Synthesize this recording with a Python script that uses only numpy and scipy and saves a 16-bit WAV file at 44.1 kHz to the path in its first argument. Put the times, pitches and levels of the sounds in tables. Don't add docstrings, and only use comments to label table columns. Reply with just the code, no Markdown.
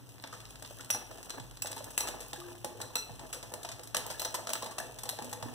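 import sys
import numpy as np
from scipy import signal
from scipy.fft import rfft, irfft
from scipy.io import wavfile
from scipy.ndimage import uniform_filter1d

SR = 44100
rng = np.random.default_rng(int(sys.argv[2]) if len(sys.argv) > 2 else 0)


def inscribe(sig):
    pcm = np.round(np.clip(np.atleast_2d(sig).T, -1, 1) * 32767)
    wavfile.write(sys.argv[1], SR, pcm.astype(np.int16))


N = 244573

# t/s, scrape level/dB, slosh level/dB
STROKE = [(0.0, -66, -67.5), (0.57, -58, -63.5), (0.93, -58, -58), (1.4, -59.5, -55.5), (1.62, -63.5, -67),
          (1.82, -56.5, -53.5), (2.3, -56, -55), (2.72, -60.5, -62.5), (3.32, -58, -57.5),
          (3.95, -63, -63.5), (4.15, -50.5, -56.5), (4.69, -61, -63), (4.88, -59, -61.5),
          (5.25, -55, -57.5), (5.55, -60, -53)]
# f/Hz, level/dB
SCRAPE_COLOUR = [(1200, -147), (2500, 8.5), (4000, -1), (6000, 2.5), (9000, 2.5), (11500, -1.5),
                 (13200, -4), (15300, -1), (15700, -36), (17000, -45)]
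# f/Hz, level/dB
SLOSH_COLOUR = [(150, 0.5), (300, -1), (550, -2), (900, -0.5), (1400, -10.5), (2200, -13.5), (4000, -25.5)]
# f/Hz, level/dB, t60/s (the time to fade by 60 dB)
BOWL_TONES = [(257.7, 7.5, 0.093), (362, -13, 0.65), (498, 3, 0.17), (636, 2.5, 0.19), (874, -3.5, 0.28),
              (1183, -21, 0.1), (1758, 9.5, 0.036)]


def gain(db):
    return 10 ** (np.asarray(db) / 20)


def unit_level(x):
    return x / np.sqrt(np.mean(x ** 2) + 1e-20)


def noise(*shape):
    return rng.standard_normal(shape)


def wander(*shape, samples):
    return unit_level(uniform_filter1d(noise(*shape), size=samples))


def rise(t, seconds):
    return 1 - np.exp(-t / seconds)


def fade(t, t60):
    return gain(-60 * t / t60)


def value_at(points, hz):
    f, value = np.transpose(points)
    return np.interp(np.log(hz + 1), np.log(f + 1), value)


def coloured(x, colour):
    hz = np.fft.rfftfreq(x.shape[-1], 1 / SR)
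    return irfft(rfft(x) * gain(value_at(colour, hz)), x.shape[-1])


def level_curve(table, column):
    columns = np.transpose(table)
    return gain(np.interp(np.arange(N) / SR, columns[0], columns[column]))


def add(mix, start, sound):
    part = mix[:, max(round(start * SR), 0):][:, :sound.shape[1]]
    part += sound[:, :part.shape[1]]


def ringing(hz, db, t60, t):
    first, offset = rng.random((2, len(hz), 1))
    phase = np.array([first, first + .15 + .2 * offset])
    tones = np.sin(2 * np.pi * (hz[:, None] * t + phase))
    return (gain(db[:, None]) * fade(t, t60[:, None]) * tones).sum(1)


def near_phase():
    return rng.random() + .2 * rng.random((2, 1))


def ticks(per_s, step_db, max_steps):
    sizes = gain(step_db * np.minimum(rng.exponential(1, N), max_steps))
    return sizes * (rng.random(N) < per_s / SR)


def rattled(sound, t, t60, per_s, later=1.):
    contacts = later * fade(t, t60) * (rng.random(len(t)) < per_s / SR) * noise(len(t))
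    contacts[30] += 1
    return signal.fftconvolve(sound, contacts[None] / np.linalg.norm(contacts), axes=1)[:, :len(t)]


def background():
    # f/Hz, level/dB
    air_colour = [(25, -59), (60, 7), (150, -1), (300, -7.5), (700, -16), (1500, -22.5), (4000, -26.5),
                  (9000, -28.5), (15300, -27.5), (15700, -57), (17000, -79)]
    # f/Hz, width/Hz, level/dB
    hums = [(109.3, 11, -54), (117.9, 33, -51.5), (274, 43, -65)]
    # t/s, level/dB
    drone_levels = [(0.2, -71), (0.5, -41), (0.89, -62), (1.05, -46), (1.4, -51), (1.5, -38), (1.76, -57),
                    (1.9, -46), (2.18, -42.5), (2.5, -50), (2.8, -54), (3.18, -43), (3.9, -55), (4.2, -51),
                    (4.71, -62), (4.94, -44), (5.2, -59)]
    out = gain(-54) * unit_level(coloured(noise(2, N), air_colour))
    f = np.fft.rfftfreq(N, 1 / SR)
    for hz, width_hz, db in hums:
        hum = irfft(rfft(noise(2, N)) / (1 + (2 * (f - hz) / width_hz) ** 4), N)
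        out += gain(db) * unit_level(hum)
    drone_hz = 48.8 + 2.0 * wander(2, N, samples=6000)
    drone = np.sin(2 * np.pi * np.cumsum(drone_hz, axis=1) / SR)
    return out + level_curve(drone_levels, 1) * drone


def wire_scrape():
    slips = ticks(per_s=700, step_db=4.0, max_steps=4)
    grain = np.sqrt(signal.oaconvolve(slips ** 2, np.exp(-np.arange(400) / 60.))[:N].clip(0))
    hiss = noise(2, N) * (1 + 5.0 * unit_level(grain))
    swell = gain(2.0 * wander(N, samples=2500))
    return level_curve(STROKE, 1) * swell * unit_level(coloured(hiss, SCRAPE_COLOUR))


def batter_slosh():
    lumps = gain(6.6 * wander(N, samples=500))
    wet = noise(2, N) * lumps
    hz, db, t60 = np.transpose(BOWL_TONES)
    bowl = signal.oaconvolve(wet, ringing(hz, db, t60, np.arange(6000) / SR), axes=1)[:, :N]
    slosh = unit_level(coloured(wet, SLOSH_COLOUR))
    return level_curve(STROKE, 2) * (slosh + gain(-3) * unit_level(bowl) + gain(-15) * bubble_pops())


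def bubble_pops():
    out, t = np.zeros((2, N)), np.arange(1200) / SR
    for hz in np.geomspace(450, 2200, num=12):
        bursts = ticks(per_s=5.0, step_db=3.0, max_steps=2.5)
        tone = np.sin(2 * np.pi * (hz * t * (1 + 10.0 * t) + rng.random((2, 1))))
        pop = tone * np.exp(-t * hz / 1.1) * rise(t, 0.00018)
        out += signal.oaconvolve(bursts[None], pop * 700 / hz, axes=1)[:, :N]
    return unit_level(out)


def sticky_snaps():
    out, t = np.zeros((2, N)), np.arange(300) / SR
    clumps = gain(6.0 * wander(N, samples=900) - 2)
    for hz in np.geomspace(2500, 13000, num=10):
        tears = ticks(per_s=18 * clumps, step_db=4.0, max_steps=4)
        tone = np.sin(2 * np.pi * (hz * t + rng.random((2, 1))))
        snap = tone * np.exp(-t * hz / 4.6) * rise(t, 0.00025)
        out += signal.oaconvolve(tears[None], snap / np.linalg.norm(snap), axes=1)[:, :N]
    return level_curve(STROKE, 1) * gain(-15) * unit_level(coloured(out, SCRAPE_COLOUR))


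def wire_clicks():
    # t/s, level/dB, treble lift/dB, rattle t60/s
    landings = [(0.091, -47.5, -1, 0.014), (0.239, -28.5, -32, 0.0062), (0.326, -47, -9, 0.2),
                (0.403, -45, -9, 0.043), (0.4537, -42.5, -22, 0.013), (0.5567, -41.5, -13, 0.0089),
                (0.624, -35, -5, 0.014), (0.6483, -42.5, -24, 0.051), (0.726, -48, 8, 0.013),
                (0.806, -42, -7, 0.058), (0.846, -38.5, 1, 0.0097), (0.904, -20.5, 4, 0.02),
                (0.909, -28, 7, 0.0098), (0.9373, -37, 4, 0.014), (0.948, -29.5, -3, 0.015),
                (1.113, -43.5, -12, 0.019), (1.2292, -40, -1, 0.021), (1.296, -36, -5, 0.016),
                (1.3045, -32.5, -8, 0.02), (1.398, -43, -13, 0.044), (1.511, -44, -5, 0.012),
                (1.621, -30, 2, 0.021), (1.659, -29, -19, 0.0046), (1.6701, -34, -5, 0.041),
                (1.7152, -34, 0, 0.034), (1.764, -40, 2, 0.026), (1.779, -40.5, -6, 0.067),
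                (1.8424, -38.5, 2, 0.03), (1.9052, -43.5, 3, 0.063), (1.9771, -27, 7, 0.052),
                (1.996, -45, -2, 0.042), (2.004, -33, 4.5, 0.079), (2.073, -35.5, -7, 0.07),
                (2.0849, -33.5, -3, 0.035), (2.203, -44.5, -3, 0.18), (2.332, -29, -8, 0.0098),
                (2.4013, -40, -1, 0.022), (2.646, -27.5, -4, 0.014), (2.802, -46, -7, 0.065),
                (2.814, -33, -2, 0.038), (2.9553, -21.5, 9, 0.011), (3.194, -43.5, -16, 0.04),
                (3.3294, -36.5, -3, 0.1), (3.428, -39.5, -6, 0.038), (3.5385, -31, 2.5, 0.018),
                (3.631, -37, -2, 0.026), (3.649, -34, -13, 0.024), (3.689, -36.5, -11, 0.04),
                (3.716, -39, -9, 0.057), (3.833, -42.5, 0, 0.082), (3.946, -22.5, -10, 0.025),
                (3.9675, -20.5, -2, 0.017), (4.0648, -30.5, 7, 0.0084), (4.1005, -38.5, -6, 0.15),
                (4.1962, -25, 3, 0.015), (4.226, -38, 0, 0.012), (4.2186, -24, -4, 0.0073),
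                (4.252, -24.5, -5, 0.014), (4.348, -28.5, -6, 0.037), (4.4709, -31.5, -10, 0.035),
                (4.4925, -30.5, -3, 0.016), (4.5024, -29.5, -11, 0.019), (4.5337, -22, -3, 0.013),
                (4.558, -45, -22, 0.054), (4.6239, -34, -7, 0.03), (4.66, -40, -9, 0.07),
                (4.71, -42.5, -6, 0.082), (4.783, -29, -5, 0.032), (4.801, -32, 7, 0.013),
                (4.987, -36, -4, 0.04), (5.034, -34, 4, 0.023), (5.055, -38.5, -12, 0.035),
                (5.091, -26.5, 2, 0.023), (5.188, -39, -14, 0.024), (5.2227, -38.5, -5, 0.017),
                (5.329, -31, -2, 0.028), (5.426, -33, -7, 0.027), (0.182, -50, -25, .01),
                (0.199, -45, -27, .008), (0.224, -44, 4, 0.012), (0.273, -43.5, -7, 0.024),
                (0.53, -51, -4, .01), (0.5974, -46, -6, 0.0093), (0.7867, -40, -3, 0.0092),
                (0.8862, -57, 2, 0.0064), (0.894, -47, 3, 0.0056), (1.1813, -45.5, -19, 0.0069),
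                (1.571, -42, -10, 0.019), (1.729, -34.5, -14, .01), (2.984, -39, 3, .02),
                (2.2825, -42, 15, 0.01), (2.3087, -59, 15, 0.0065), (2.553, -46.5, -31, 0.011),
                (2.907, -51, -15, 0.018), (3.521, -41.5, 4, 0.0088), (3.7943, -41, -13, 0.015),
                (3.8731, -40, -1, 0.02), (4.2014, -30, -3, 0.017), (4.212, -55, 10, 0.0089),
                (4.256, -30, -13, 0.0099), (4.343, -28, 2, 0.019), (4.356, -45, 5, 0.014),
                (4.477, -42, 0, .01), (4.543, -43, 3, 0.017), (4.554, -30, -20, 0.017),
                (4.643, -37, -3, 0.02), (5.2452, -38, 0, 0.018), (5.315, -38, -2, 0.0095)]
    # f/Hz, level/dB
    crack_colour = [(300, -0.5), (1000, 2.5), (2500, 2.5), (5000, 4.5), (9000, 9), (11000, 2), (13200, 2.5),
                    (15200, -2), (16000, -35), (17000, -44)]
    # f/Hz, level/dB, t60/s
    wire_tones = [(3500, -3, .018), (4400, -3, .018), (6450, -4, .015), (8600, -1, .02), (8790, -1, .02),
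                  (9450, -1, .022), (10720, -3, .018), (12700, -3, .02), (13400, -5, .018),
                  (15050, 0, .018)]
    out, t = np.zeros((2, N)), np.arange(6144) / SR
    hz, db, t60 = np.transpose(wire_tones)
    for start, level_db, treble_db, rattle_s in landings:
        rattle_s = max(rattle_s, .005)
        fall = gain(-1.5) * fade(t, 0.0083) + fade(t, rattle_s) + gain(-14.5) * fade(t, 0.056)
        bumps = gain(4.0 * rise(t, .004) * wander(len(t), samples=60))
        tilt = [(4000, 0), (14500, treble_db)]
        hiss = unit_level(coloured(coloured(noise(2, len(t)), crack_colour), tilt))
        crack = hiss * rise(t, 0.0012) * fall * bumps
        detune, spread_db = .025 * noise(len(hz)), 5.0 * noise(len(hz))
        tones = ringing(hz * (1 + detune), db + value_at(tilt, hz) + spread_db, t60, t)
        tones = rattled(tones, t, rattle_s, per_s=1800)
        add(out, start - .0006, gain(level_db) * (gain(-0.5) * crack + gain(-23) * tones))
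    return out


def bowl_knocks():
    # t/s, level/dB, base pitch/Hz
    knocks = [(0.242, -42.5, 912), (0.328, -40, 1290), (0.621, -46, 612), (0.795, -44.5, 1450),
              (0.904, -43, 656), (0.946, -34, 857), (1.646, -38, 615), (1.704, -42.5, 547),
              (1.765, -38, 887), (1.806, -41.5, 610), (2.005, -36.5, 897), (2.035, -39, 950),
              (2.072, -38, 1300), (2.087, -36, 594), (2.139, -39.5, 805), (2.33, -37.5, 838),
              (2.645, -32, 571), (2.802, -36.5, 870), (2.903, -49, 1040), (2.956, -34.5, 1350),
              (3.095, -43.5, 740), (3.194, -54, 880), (3.211, -41, 465), (3.332, -51, 1410),
              (3.432, -44, 630), (3.518, -40.5, 428), (3.535, -35.5, 604), (3.647, -39.5, 716),
              (3.793, -40.5, 467), (3.945, -31, 630), (3.965, -36, 518), (4.065, -41.5, 493),
              (4.102, -38, 622), (4.196, -43, 880), (4.216, -37, 990), (4.252, -34.5, 627),
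              (4.343, -32.5, 1044), (4.386, -38.5, 587), (4.47, -40.5, 682), (4.491, -37.5, 670),
              (4.552, -39, 1340), (4.628, -34.5, 538), (4.66, -38, 910), (4.713, -45.5, 1150),
              (4.782, -40.5, 787), (4.801, -35, 714), (4.891, -44.5, 483), (5.036, -41.5, 910),
              (5.054, -40.5, 808), (5.09, -42.5, 755), (5.188, -35.5, 845), (5.219, -38, 880),
              (5.326, -36, 850), (5.426, -36, 906)]
    out, t = np.zeros((2, N)), np.arange(8192) / SR
    hz, db, t60 = np.transpose(BOWL_TONES)
    for start, level_db, pitch_hz in knocks:
        shift = 1 + .03 * noise(len(hz))
        octaves_away = abs(np.log2(hz / pitch_hz))
        body = gain(-12.5) * ringing(hz * shift, db - 3.4 * octaves_away, t60, t)
        squelch = gain(0.5) * unit_level(coloured(noise(2, len(t)), SLOSH_COLOUR)) * fade(t, 0.049)
        pocket = np.sin(2 * np.pi * (pitch_hz * t * (.92 + 4.02 * t) + near_phase())) * fade(t, 0.053)
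        thud = gain(1.5) * np.sin(2 * np.pi * (1.2 * pitch_hz * t + near_phase())) * fade(t, 0.011)
        add(out, start, gain(level_db) * thud * rise(t, 0.0006))
        add(out, start - .001, gain(level_db) * (body + squelch + pocket) * rise(t, 0.0031))
    return out


def table_thumps():
    # t/s, level/dB, f/Hz, t60/s
    thumps = [(0.547, -39, 61.3, 0.13), (0.916, -44.5, 114, 0.88), (1.402, -34, 123.3, 0.27),
              (1.618, -40, 105.7, 0.47), (2.378, -47.5, 351.2, 0.56), (3.106, -33, 119, 0.22),
              (5.218, -38, 251, 0.17), (5.43, -30, 118.6, 0.33), (5.457, -30, 255, 0.056)]
    out, t = np.zeros((2, N)), np.arange(12000) / SR
    for start, db, hz, t60 in thumps:
        tone = ringing(np.array([hz]), np.array([db]), np.array([t60]), t)
        add(out, start, tone * rise(t, 0.0011))
    return out


def batter_plops():
    # t/s, level/dB, base pitch/Hz
    plops = [(0.705, -50, 578), (1.105, -49.5, 529), (1.402, -47, 868), (2.204, -49, 466),
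             (2.359, -41, 1650), (2.415, -45.5, 1200), (2.497, -58, 970), (2.44, -45.5, 1590),
             (2.747, -49.5, 456), (2.826, -43, 1390), (2.84, -49, 494), (2.955, -46, 930),
             (3.193, -48, 890), (3.341, -46, 527), (3.366, -49, 484), (3.574, -48.5, 680),
             (3.647, -45, 1770), (3.693, -46.5, 624), (3.961, -27.5, 1785), (4.056, -42, 940),
             (4.102, -41, 1410), (4.116, -43, 870), (4.144, -39.5, 1710), (4.212, -42.5, 646),
             (4.246, -49, 940), (4.247, -47, 1786), (4.275, -45, 1280), (4.34, -46, 535),
             (4.489, -40, 1414), (4.505, -38, 630), (4.532, -43.5, 853), (4.621, -36.5, 1030),
             (4.682, -50, 610), (4.799, -31.5, 1734), (4.844, -48, 483), (5.053, -49, 495),
             (5.086, -47, 1410), (5.127, -45.5, 615), (5.24, -47, 523), (5.277, -49.5, 537),
             (5.373, -48, 482)]
    ring_cycles = 36.3
    out, t = np.zeros((2, N)), np.arange(4096) / SR
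    for start, level_db, pitch_hz in plops:
        wobble = gain(3.0 * wander(len(t), samples=90))
        tone = np.sin(2 * np.pi * (pitch_hz * t * (.97 + 2.46 * t) + near_phase()))
        loudness = 2 * gain(level_db) * rise(t, 0.0042) * fade(t, ring_cycles / pitch_hz)
        add(out, start, loudness * wobble * tone)
    return out


def glass_clinks():
    # t/s, level/dB, angle around the rim from the microphones/degrees,
    # share of the ring time that the batter leaves (0-1), level of the top tones/dB
    blows = [(0.902, -28.5, 90, 0.82, -7), (0.938, -41, 65, 1.0, -7), (1.303, -46, 39, 0.46, 0),
             (1.6205, -34, 49.7, 0.95, 11), (1.768, -52, 39, 1, 0), (1.978, -30, 47.5, 0.8, -3),
             (2.003, -39, 54, 0.8, 0), (2.007, -38.5, 64, 1, 0), (2.817, -47.5, 38, 0.64, 0),
             (2.9546, -29, 78.6, 0.94, -8), (3.3277, -40.5, 50.7, 0.6, -4), (3.967, -52, 51, 0.5, 5),
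             (4.195, -43, 37, 0.4, 18), (4.217, -54, 48, 0.2, 12), (4.248, -37, 33, 0.34, 3),
             (4.344, -54, 40.4, 0.7, 8), (4.491, -47, 63, 0.4, 10), (4.5, -47, 75, 0.3, 23),
             (4.532, -38, 25, 0.13, 21), (4.63, -46.5, 34, 0.5, 3), (4.641, -54, 45, 0.7, 16),
             (4.784, -44, 47, 0.5, 10), (5.0905, -40.5, 38.4, 0.47, 10)]
    # f/Hz, level/dB, t60/s
    glass_tones = [(2640, -8, .04), (4030, -3, .035), (4075, -3, .06), (5300, -6, .02), (5560, -4, .02),
                   (5780, -3, .05), (5820, 0, .11), (7745, -2, .04), (7782, 0, .06), (9920, -2, .045),
                   (9992, 3, .11), (12780, -5, .04), (15050, 0, .03), (15230, 0, .025)]
    rim_hz, top_hz = 158, 14000
    out, t = np.zeros((2, N)), np.arange(8192) / SR
    hz, db, t60 = np.transpose(glass_tones)
    waves = np.round(np.sqrt(hz / rim_hz))
    tilt_db = -4 * (waves - waves.mean())
    for start, level_db, angle, ring_left, top_db in blows:
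        buzz = gain(5.5 * wander(2, len(t), samples=100))
        crest_db = 40 * np.log10(abs(np.cos(waves * np.radians(angle))) + 0.1)
        strike_db = level_db + np.where(hz > top_hz, top_db, crest_db)
        detuned_hz = hz * (1 + 0.00086 * noise(len(hz)))
        tones = ringing(detuned_hz, db + strike_db + tilt_db, t60 * np.clip(ring_left, .2, 1), t)
        ring = buzz * rattled(tones, t, t60=0.01, per_s=250, later=.35)
        add(out, start, ring * np.linalg.norm(tones) / np.linalg.norm(ring))
    return out


def kitchen_echo(x):
    # f/Hz, t60/s
    ring_times = [(250, 0.97), (1000, 0.57), (4000, 0.44), (12000, 0.31)]
    echoes = np.zeros((2, SR // 2))
    arrivals = np.arange(200, SR // 2 - 20, 20) + rng.integers(0, 20, (2, (SR // 2 - 201) // 20))
    np.put_along_axis(echoes, arrivals, rng.choice([-1., 1.], arrivals.shape), 1)
    hz, t, bands = signal.stft(echoes, SR, nperseg=256)
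    tail = signal.istft(bands * fade(t, value_at(ring_times, hz)[:, None]), SR, nperseg=256)[1]
    return signal.fftconvolve(x, tail / np.linalg.norm(tail[0]), axes=1)[:, :N]


def scene():
    # f/Hz, likeness (0-1)
    likeness = [(60, 1), (200, 0.92), (450, 0.71), (700, 0.21), (1200, 0.03), (2500, 0.072), (15000, 0.019)]
    # f/Hz, level/dB
    right_balance = [(60, -1), (400, -2.5), (1000, -2), (2000, -3.5), (12000, -3.5)]
    hits = wire_clicks() + glass_clinks() + bowl_knocks() + batter_plops() + table_thumps()
    echo = gain(-5.5) * kitchen_echo(hits)
    stirring = wire_scrape() + batter_slosh() + sticky_snaps()
    left, other = rfft(hits + echo + stirring + background())
    hz = np.fft.rfftfreq(N, 1 / SR)
    same = value_at(likeness, hz)
    right = (same * left + np.sqrt(1 - same ** 2) * other) * gain(value_at(right_balance, hz))
    return irfft(np.array([left, right]), N)


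def record(dry):
    # f/Hz, share (0-1)
    copy_share = [(2500, .86), (5000, .8), (12000, .76)]
    delay_s, cutoff_hz = 18.9 / SR, 16900
    spectrum = rfft(dry, N + 64)
    hz = np.fft.rfftfreq(N + 64, 1 / SR)
    delayed = spectrum[::-1] * np.exp(-2j * np.pi * hz * delay_s)
    wide = irfft(spectrum - value_at(copy_share, hz) * delayed, N + 64)[:, :N]
    low_pass = signal.firwin(511, cutoff_hz, window=("kaiser", 9), fs=SR)
    return signal.oaconvolve(wide, low_pass[None], "same")


dry = scene()
out = record(dry)
inscribe(out)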